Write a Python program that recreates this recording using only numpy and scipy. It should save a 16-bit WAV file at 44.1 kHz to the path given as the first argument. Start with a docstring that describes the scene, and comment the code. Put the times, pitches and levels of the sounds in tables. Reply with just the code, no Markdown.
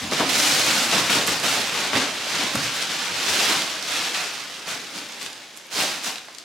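"""In a small bedroom, two people pull thin plastic wrapping off a mattress.
With each pull the film speeds up and coasts to rest. Countless creases buckle as it moves, over the
hiss of film sliding on fabric, and wide slack panels rumble. Tugs make the sheet flap taut with a
burst of crackle, billowing panels give soft whumps, and single creases snap as it settles.
One soft footfall thumps near the end. The walls add a short echo, and the room has a faint hush."""
import sys
import numpy as np
from scipy import signal
from scipy.fft import rfft, irfft
from scipy.io import wavfile
from scipy.ndimage import uniform_filter1d

SR = 44100
rng = np.random.default_rng(int(sys.argv[2]) if len(sys.argv) > 2 else 0)


def dump(signal):
    """Clip the signal to [-1, 1] and save it as 16-bit WAV at the path in sys.argv[1]."""
    limited = np.clip(np.atleast_2d(signal).T, -1, 1)
    pcm = np.round(limited * 32767).astype(np.int16)
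    wavfile.write(sys.argv[1], SR, pcm)


N = 284004
TIME = np.arange(N) / SR

# Each pull speeds up, holds and coasts to rest. More crispness means more treble.
# start_s, rise_s, hold_s, fade_db_per_s, level_db, crispness, rumble_vs_rustle_db
FILM_PULLS = [(0.108, 0.029, 0.028, 27, -25, -13, -20), (0.245, 0.12, 0.38, 11, -23, -10, -7.5),
              (0.908, 0.045, 0.031, 240, -26, -16, -6), (1.094, 0.0099, 0.054, 90, -23.5, -11.5, -4),
              (1.265, 0.012, 0.03, 65, -29.5, -9.5, -4.5), (1.425, 0.01, 0.092, 41, -25.5, -11, -8),
              (1.71, 0.016, 0.13, 39, -29, -12.5, -7), (1.909, 0.056, 0.055, 180, -23.5, -14.5, -23),
              (2.21, 0.19, 0.023, 69, -24.5, -13, -7.5), (2.53, 0.011, 0.27, 71, -29.5, -12, -23),
              (2.885, 0.016, 0.32, 55, -29.5, -13, -12), (3.10, 0.27, 0.16, 43, -22.5, -11, -10.5),
              (3.80, 0.11, 0.14, 67, -26.5, -12, -13.5), (4.129, 0.011, 0.035, 37, -28, -12.5, -19),
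              (4.649, 0.035, 0.031, 104, -30.5, -12, -8), (4.93, 0.031, 0.02, 200, -36.3, -11.5, -11),
              (5.18, 0.038, 0.028, 240, -36.5, -11, -7), (5.697, 0.094, 0.026, 62, -25, -11, -9),
              (6.019, 0.029, 0.029, 143, -31, -10.5, -16)]
# The film keeps stirring between pulls, less once it is let go: time_s, level_db
FILM_STIRRING = [(0, -32.5), (0.1, -34), (1.0, -37), (2.15, -31.5), (3.0, -34.5), (4.5, -40), (5.1, -38.5),
                 (5.45, -43.5), (5.65, -46), (6.44, -47)]
# The sheet is jerked taut; the soft thump at 4.95 s is a footfall.
# start_s, thump_db, slap_db, crackle_db, fade_s
TUGS_AND_FOOTFALL = [(0.015, -37.5, -43.5, -55, 0.12), (0.115, -30, -24.5, -36, 0.025),
                     (0.199, -24.5, -22, -48, 0.035), (0.289, -43.5, -39, -20.5, 0.025),
                     (0.379, -40, -40, -30, 0.021), (0.661, -35, -43.5, -22, 0.05),
                     (0.921, -36, -26, -21.5, 0.056), (0.978, -31, -36, -23, 0.039),
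                     (1.096, -28, -25, -26, .014), (1.15, -31, -29, -35, 0.062),
                     (1.276, -43, -32, -21, 0.018), (1.282, -30.5, -26, -34, 0.013),
                     (1.315, -32.5, -38, -23, 0.019), (1.435, -37, -29, -27, 0.034),
                     (1.568, -32.5, -30, -44, 0.027), (1.935, -30.5, -25.5, -35.5, 0.023),
                     (1.957, -28.5, -27.5, -31, 0.043), (2.431, -28, -33.5, -22, 0.011),
                     (2.547, -31, -34, -33, 0.018), (2.6, -34, -45, -36, 0.012),
                     (2.635, -40, -45, -26, 0.022), (2.76, -49, -46, -27, 0.02),
                     (2.814, -37, -48, -26, 0.019), (3.278, -50, -51, -24, 0.046),
                     (3.491, -38, -30.5, -27, 0.035), (4.95, -41.5, -47, -42, 0.063),
                     (5.759, -43, -36.5, -41, 0.11), (6.058, -42, -39.5, -30.5, 0.045)]
# Single creases snap through: start_s, level_db, pitch_hz
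CREASE_SNAPS = [(0.1132, -16, 4030), (0.121, -15.5, 1200), (0.134, -15, 4000), (0.1985, -20, 2200),
                (0.296, -21, 8000), (0.914, -12, 3500), (1.0973, -8, 1700), (1.267, -18, 7400),
                (1.274, -15, 9000), (1.278, -15, 2570), (1.399, -21, 7500), (1.9325, -12, 1050),
                (1.954, -12.5, 1800), (2.5535, -19, 8000), (2.5559, -15, 520), (2.825, -18, 3300),
                (3.826, -20, 4500), (4.1465, -18, 3480), (4.438, -35, 7600), (4.549, -33, 2800),
                (5.1227, -28, 4500), (5.229, -27, 7000), (5.262, -22, 3500), (5.3306, -28, 4230),
                (5.566, -35, 6900), (5.5735, -28, 8500), (5.668, -39, 8000), (6.157, -22, 3000),
                (6.182, -24.5, 2800), (6.284, -28.5, 1380), (6.328, -34, 4000), (6.348, -29.5, 4200),
                (6.384, -25.5, 4260)]
# A wide panel billows and the air under it booms: start_s, level_db, pitch_hz, fade_s
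PANEL_WHUMPS = [(0.025, -35, 90, .03), (0.113, -46, 58, .02), (0.2, -27, 208, .014),
                (0.96, -46, 58.3, .035), (0.995, -28, 282, .014), (1.275, -43, 56, .04),
                (1.285, -30, 290, .016), (1.947, -27, 120, .018), (1.972, -27, 270, .016),
                (2.546, -22, 235, 0.0092), (2.562, -26, 128, .019), (2.645, -36, 121, 0.024),
                (3.115, -43, 115, .02), (3.3, -42, 85, .04)]

# The tone of each sound, from bass to treble: frequency_hz, level_db
CREASE_TONE = [(150, -23), (400, -8), (700, -6.5), (1000, -6.5), (1300, -3.5), (2200, -2.5), (3600, -2),
               (5000, -4), (6500, -7), (8000, -10), (11000, -16.5), (16000, -26)]  # small creases rustling
PANEL_TONE = [(25, -40), (45, -41), (70, -15), (110, -5), (200, -0.5), (290, 2.5), (370, -4), (500, -3),
              (850, -2.5), (1500, -16.5), (4000, -57)]  # wide panels rumbling
THUMP_TONE = [(30, -42), (60, -41), (110, -11), (185, 1.5), (285, 7), (400, -18), (700, -17.5), (2000, -44)]  # the low thump of a tug or footfall
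SLAP_TONE = [(100, -34), (250, -0.5), (480, 4.5), (850, 3), (1700, -6.5), (2600, -14), (8000, -35)]  # the brighter slap that comes with it
HUSH_TONE = [(20, -20), (60, -19), (130, -15), (300, 5), (1000, -4), (4000, -10), (15000, -29)]  # still air in the room
# How long the room's echo takes to fade by 60 dB: frequency_hz, fade_s
ECHO_TIMES = [(100, 0.34), (500, 0.55), (2000, 0.35), (6000, 0.29), (14000, 0.22)]
# How far the sound spreads to left and right: frequency_hz, width_db
STEREO_WIDTH = [(60, -49), (220, -34), (380, -16.5), (650, -14.5), (900, -9.5), (2800, -8.5), (5500, -7.5),
                (10000, -4), (15000, -14.5)]


def film_motion(dulling_per_s=3, stir_crispness=-12.5, stir_rumble_db=-8):
    """Pulls and stirring add up; gives the rustle level, crispness and rumble level over time."""
    stir_db = np.interp(TIME, *np.transpose(FILM_STIRRING))
    power = from_db(stir_db) ** 2
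    crisp_sum = power * stir_crispness
    rumble = power * from_db(stir_rumble_db) ** 2
    for start_s, rise_s, hold_s, fade_db_per_s, level_db, crispness, rumble_db in FILM_PULLS:
        age = np.maximum(TIME - start_s, 0)
        coasting_s = np.maximum(age - rise_s - hold_s, 0)
        speed = np.minimum(age / rise_s, 1) * from_db(-fade_db_per_s * coasting_s)
        pull = (speed * from_db(level_db)) ** 2
        power += pull
        # the tight creases go first, so a pull grows duller as it lasts
        crisp_sum += pull * (crispness - dulling_per_s * age)
        rumble += pull * from_db(rumble_db) ** 2
    return 10 * np.log10(power), crisp_sum / power, 10 * np.log10(rumble)


def crease_rustle(level_db, crispness, slide_db=-4, tick_db=-14, gain_db=1.32):
    """Faster motion buckles more creases; each has its own size and so its own pitch range."""
    rate = 4200 * from_db(0.42 * (level_db - level_db.max()))
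    edges_hz = np.geomspace(500, 15000, 6)
    creases = random_clicks(rate, spread_db=2.5)
    for band in zip(edges_hz, edges_hz[1:]):
        creases += butter(random_clicks(rate / 2, spread_db=1), band, "band", order=1)
    # the sharpest kinks give sparse, very high ticks
    ticks = from_db(tick_db) * rms_one(butter(random_clicks(rate / 20, spread_db=5), 8000, "high"))
    clumps = rms_one(creases) * from_db(0.96 * drift(90))
    sliding_hiss = from_db(slide_db) * rng.standard_normal(N)
    film = even_level(shape_tone(clumps + ticks + sliding_hiss, CREASE_TONE), window_s=.04)
    # the film catches and slips, so the rustle comes in little surges
    film *= from_db(0.71 * drift(32))
    # tight, small creases add treble; a crispness of -12 leaves the tone as it is
    dull = butter(film, 7000, "low", order=1)
    treble = (film - dull) * from_db(4 * (crispness + 12))
    return (dull + treble) * from_db(level_db + gain_db)


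def panel_rumble(level_db, gain_db=-3.5, flutter_db=0.5):
    """Wide slack areas of film flip over with low, papery pops."""
    pops = shape_tone(random_clicks(1100, spread_db=2.6), PANEL_TONE)
    return even_level(pops, window_s=.06) * from_db(level_db + gain_db + flutter_db * drift(30))


def tugs_and_footfall(gains_db=(2, 2, 1)):
    """A tugged sheet shoves the air, slaps and crackles; the same layers make one soft footfall."""
    layers = np.array([even_level(shape_tone(random_clicks(3000, spread_db=2), tone), window_s=.01)
                       for tone in (THUMP_TONE, SLAP_TONE, CREASE_TONE)])
    out = np.zeros(N)
    for start_s, *levels_db, fade_s in TUGS_AND_FOOTFALL:
        part = slice(int(start_s * SR), int((start_s + .5) * SR))
        age = np.arange(len(out[part])) / SR
        swell = (1 - np.exp(-age / .003)) * np.exp(-(age / fade_s) ** 2)
        blend = from_db(np.add(levels_db, gains_db)) @ layers[:, part]
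        out[part] += swell * blend
    return out


def crease_snaps(pulse_strength=12, gain_db=3, top_hz=11500):
    """A stiff crease gives way and chatters briefly; the hardest ones start with a sharp pulse."""
    out = np.zeros(N)
    age = np.arange(SR // 50) / SR
    for start_s, level_db, pitch_hz in CREASE_SNAPS:
        peak = from_db(level_db + gain_db)
        force = rng.standard_normal(len(age)) * np.exp(-age / .0025)
        force[0] -= pulse_strength * peak
        crack = butter(force, [pitch_hz / 1.6, pitch_hz * 1.6], "band", order=1)
        crack = butter(crack, pitch_hz * 3, "low", order=1)
        crack = butter(crack, top_hz, "low", order=3)
        start = int(start_s * SR)
        out[start:start + len(age)] += (peak * crack / np.abs(crack).max())[:N - start]
    return out


def panel_whumps(swell_s=0.0029):
    """The cushion of air under a falling panel swings back and forth a few times, softly."""
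    out = np.zeros(N)
    for start_s, level_db, pitch_hz, fade_s in PANEL_WHUMPS:
        age = np.maximum(TIME - start_s, 0)
        swell = 1 - np.exp(-(age / swell_s) ** 2)
        fade = np.exp(-np.minimum(age / fade_s, 20))
        swing = swell * fade * np.sin(2 * np.pi * pitch_hz * age)
        out += from_db(level_db) * swing / np.abs(swing).max()
    return out


def bedroom_echo(sound, build_up_s=0.0026, places=7):
    """The sheet is wide and keeps moving, so its sound reaches the walls from ever changing places."""
    age = np.arange(int(.3 * SR)) / SR
    edges_hz = np.geomspace(30, 19000, 8)
    tails = np.zeros((places, len(age)))  # one echo for each place; the treble dies first
    for low, high in zip(edges_hz, edges_hz[1:]):
        noise = butter(rng.standard_normal(tails.shape), [low, high], "band")
        tails += noise * from_db(-60 * age / at_hz(ECHO_TIMES, np.sqrt(low * high)))
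    tails *= 1 - np.exp(-(age / build_up_s) ** 2)
    tails /= np.linalg.norm(tails, axis=1, keepdims=True)
    shares = np.array([drift(90) for _ in tails])
    shares /= np.linalg.norm(shares, axis=0)
    return sum(signal.oaconvolve(sound * share, tail)[:N] for share, tail in zip(shares, tails))


def room_hush(level_db=-56):
    """The faint hush of still air in the room."""
    return from_db(level_db) * rms_one(shape_tone(rng.standard_normal(N), HUSH_TONE))


def random_clicks(per_s, spread_db):
    """Clicks like buckling creases, many small and a few large; equally strong overall at any rate."""
    chance = np.clip(per_s / SR * np.ones(N), 1e-4, 1)
    draw, size, sign = rng.random((3, N))
    hits = draw < chance
    size_db = spread_db * np.minimum(-np.log(size[hits]), 4.2)
    clicks = np.zeros(N)
    clicks[hits] = np.sign(sign[hits] - .5) * from_db(size_db) / np.sqrt(chance[hits])
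    return rms_one(clicks)


def drift(per_s):
    """A wandering curve that glides to a new random value per_s times a second."""
    points = rng.standard_normal(4096)
    return rms_one(np.interp(TIME * per_s, np.arange(len(points)), points))


def shape_tone(x, tone, size=8192):
    """Filter a sound to follow a tone table."""
    gains = from_db(at_hz(tone, np.arange(size // 2 + 1) * SR / size))
    cepstrum = irfft(np.log(gains))
    # fold it so the filter rings only after a click, never before (minimum phase)
    cepstrum[1:size // 2] *= 2
    cepstrum[size // 2 + 1:] = 0
    return signal.oaconvolve(x, irfft(np.exp(rfft(cepstrum))))[:N]


def butter(x, hz, kind, order=2):
    """Keep only the lows, the highs or a band between."""
    sections = signal.butter(order, np.clip(hz, 10, .45 * SR), kind, fs=SR, output="sos")
    return signal.sosfilt(sections, x + 1e-18)


def at_hz(table, hz):
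    """Read between a table's rows, giving every octave equal room."""
    row_hz, values = np.transpose(table)
    return np.interp(np.log(np.maximum(hz, 1)), np.log(row_hz), values)


def even_level(x, window_s):
    """Hold the level steady while keeping the fine crackle."""
    power = uniform_filter1d(x ** 2, int(window_s * SR))
    return x / np.sqrt(np.maximum(power, 0) + 1e-12)


def rms_one(x):
    """Scale to an average level (rms) of 1."""
    return x / np.sqrt(np.mean(x ** 2) + 1e-20)


def from_db(db):
    """Turn decibels into a multiplier."""
    return 10 ** (np.asarray(db) / 20)


def scene(echo_db=-6, hush_side_db=5, balance=-0.12):
    """The film lies ahead, its creases scattered to left and right; the walls answer from all round."""
    rustle_db, crispness, rumble_db = film_motion()
    direct = crease_rustle(rustle_db, crispness) + panel_rumble(rumble_db)
    direct += tugs_and_footfall() + crease_snaps() + panel_whumps()
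    echo = from_db(echo_db)
    direct /= np.sqrt(1 + echo ** 2)
    position = rms_one(np.tanh(2 * drift(500))) + balance  # above 0 is left, below 0 is right
    middle = direct + echo * bedroom_echo(direct) + room_hush()
    side = direct * position + echo * bedroom_echo(direct) + from_db(hush_side_db) * room_hush()
    side = shape_tone(side, STEREO_WIDTH)  # long bass waves reach left and right alike
    return np.array([middle + side, middle - side])


def record(dry, low_cut_hz=56, high_cut_hz=15900):
    """The microphone loses the deep bass; the highest treble is cut steeply."""
    thinned = butter(dry, low_cut_hz, "high")
    return signal.sosfilt(signal.ellip(12, .1, 90, high_cut_hz, fs=SR, output="sos"), thinned)


dry = scene()
out = record(dry)
dump(out)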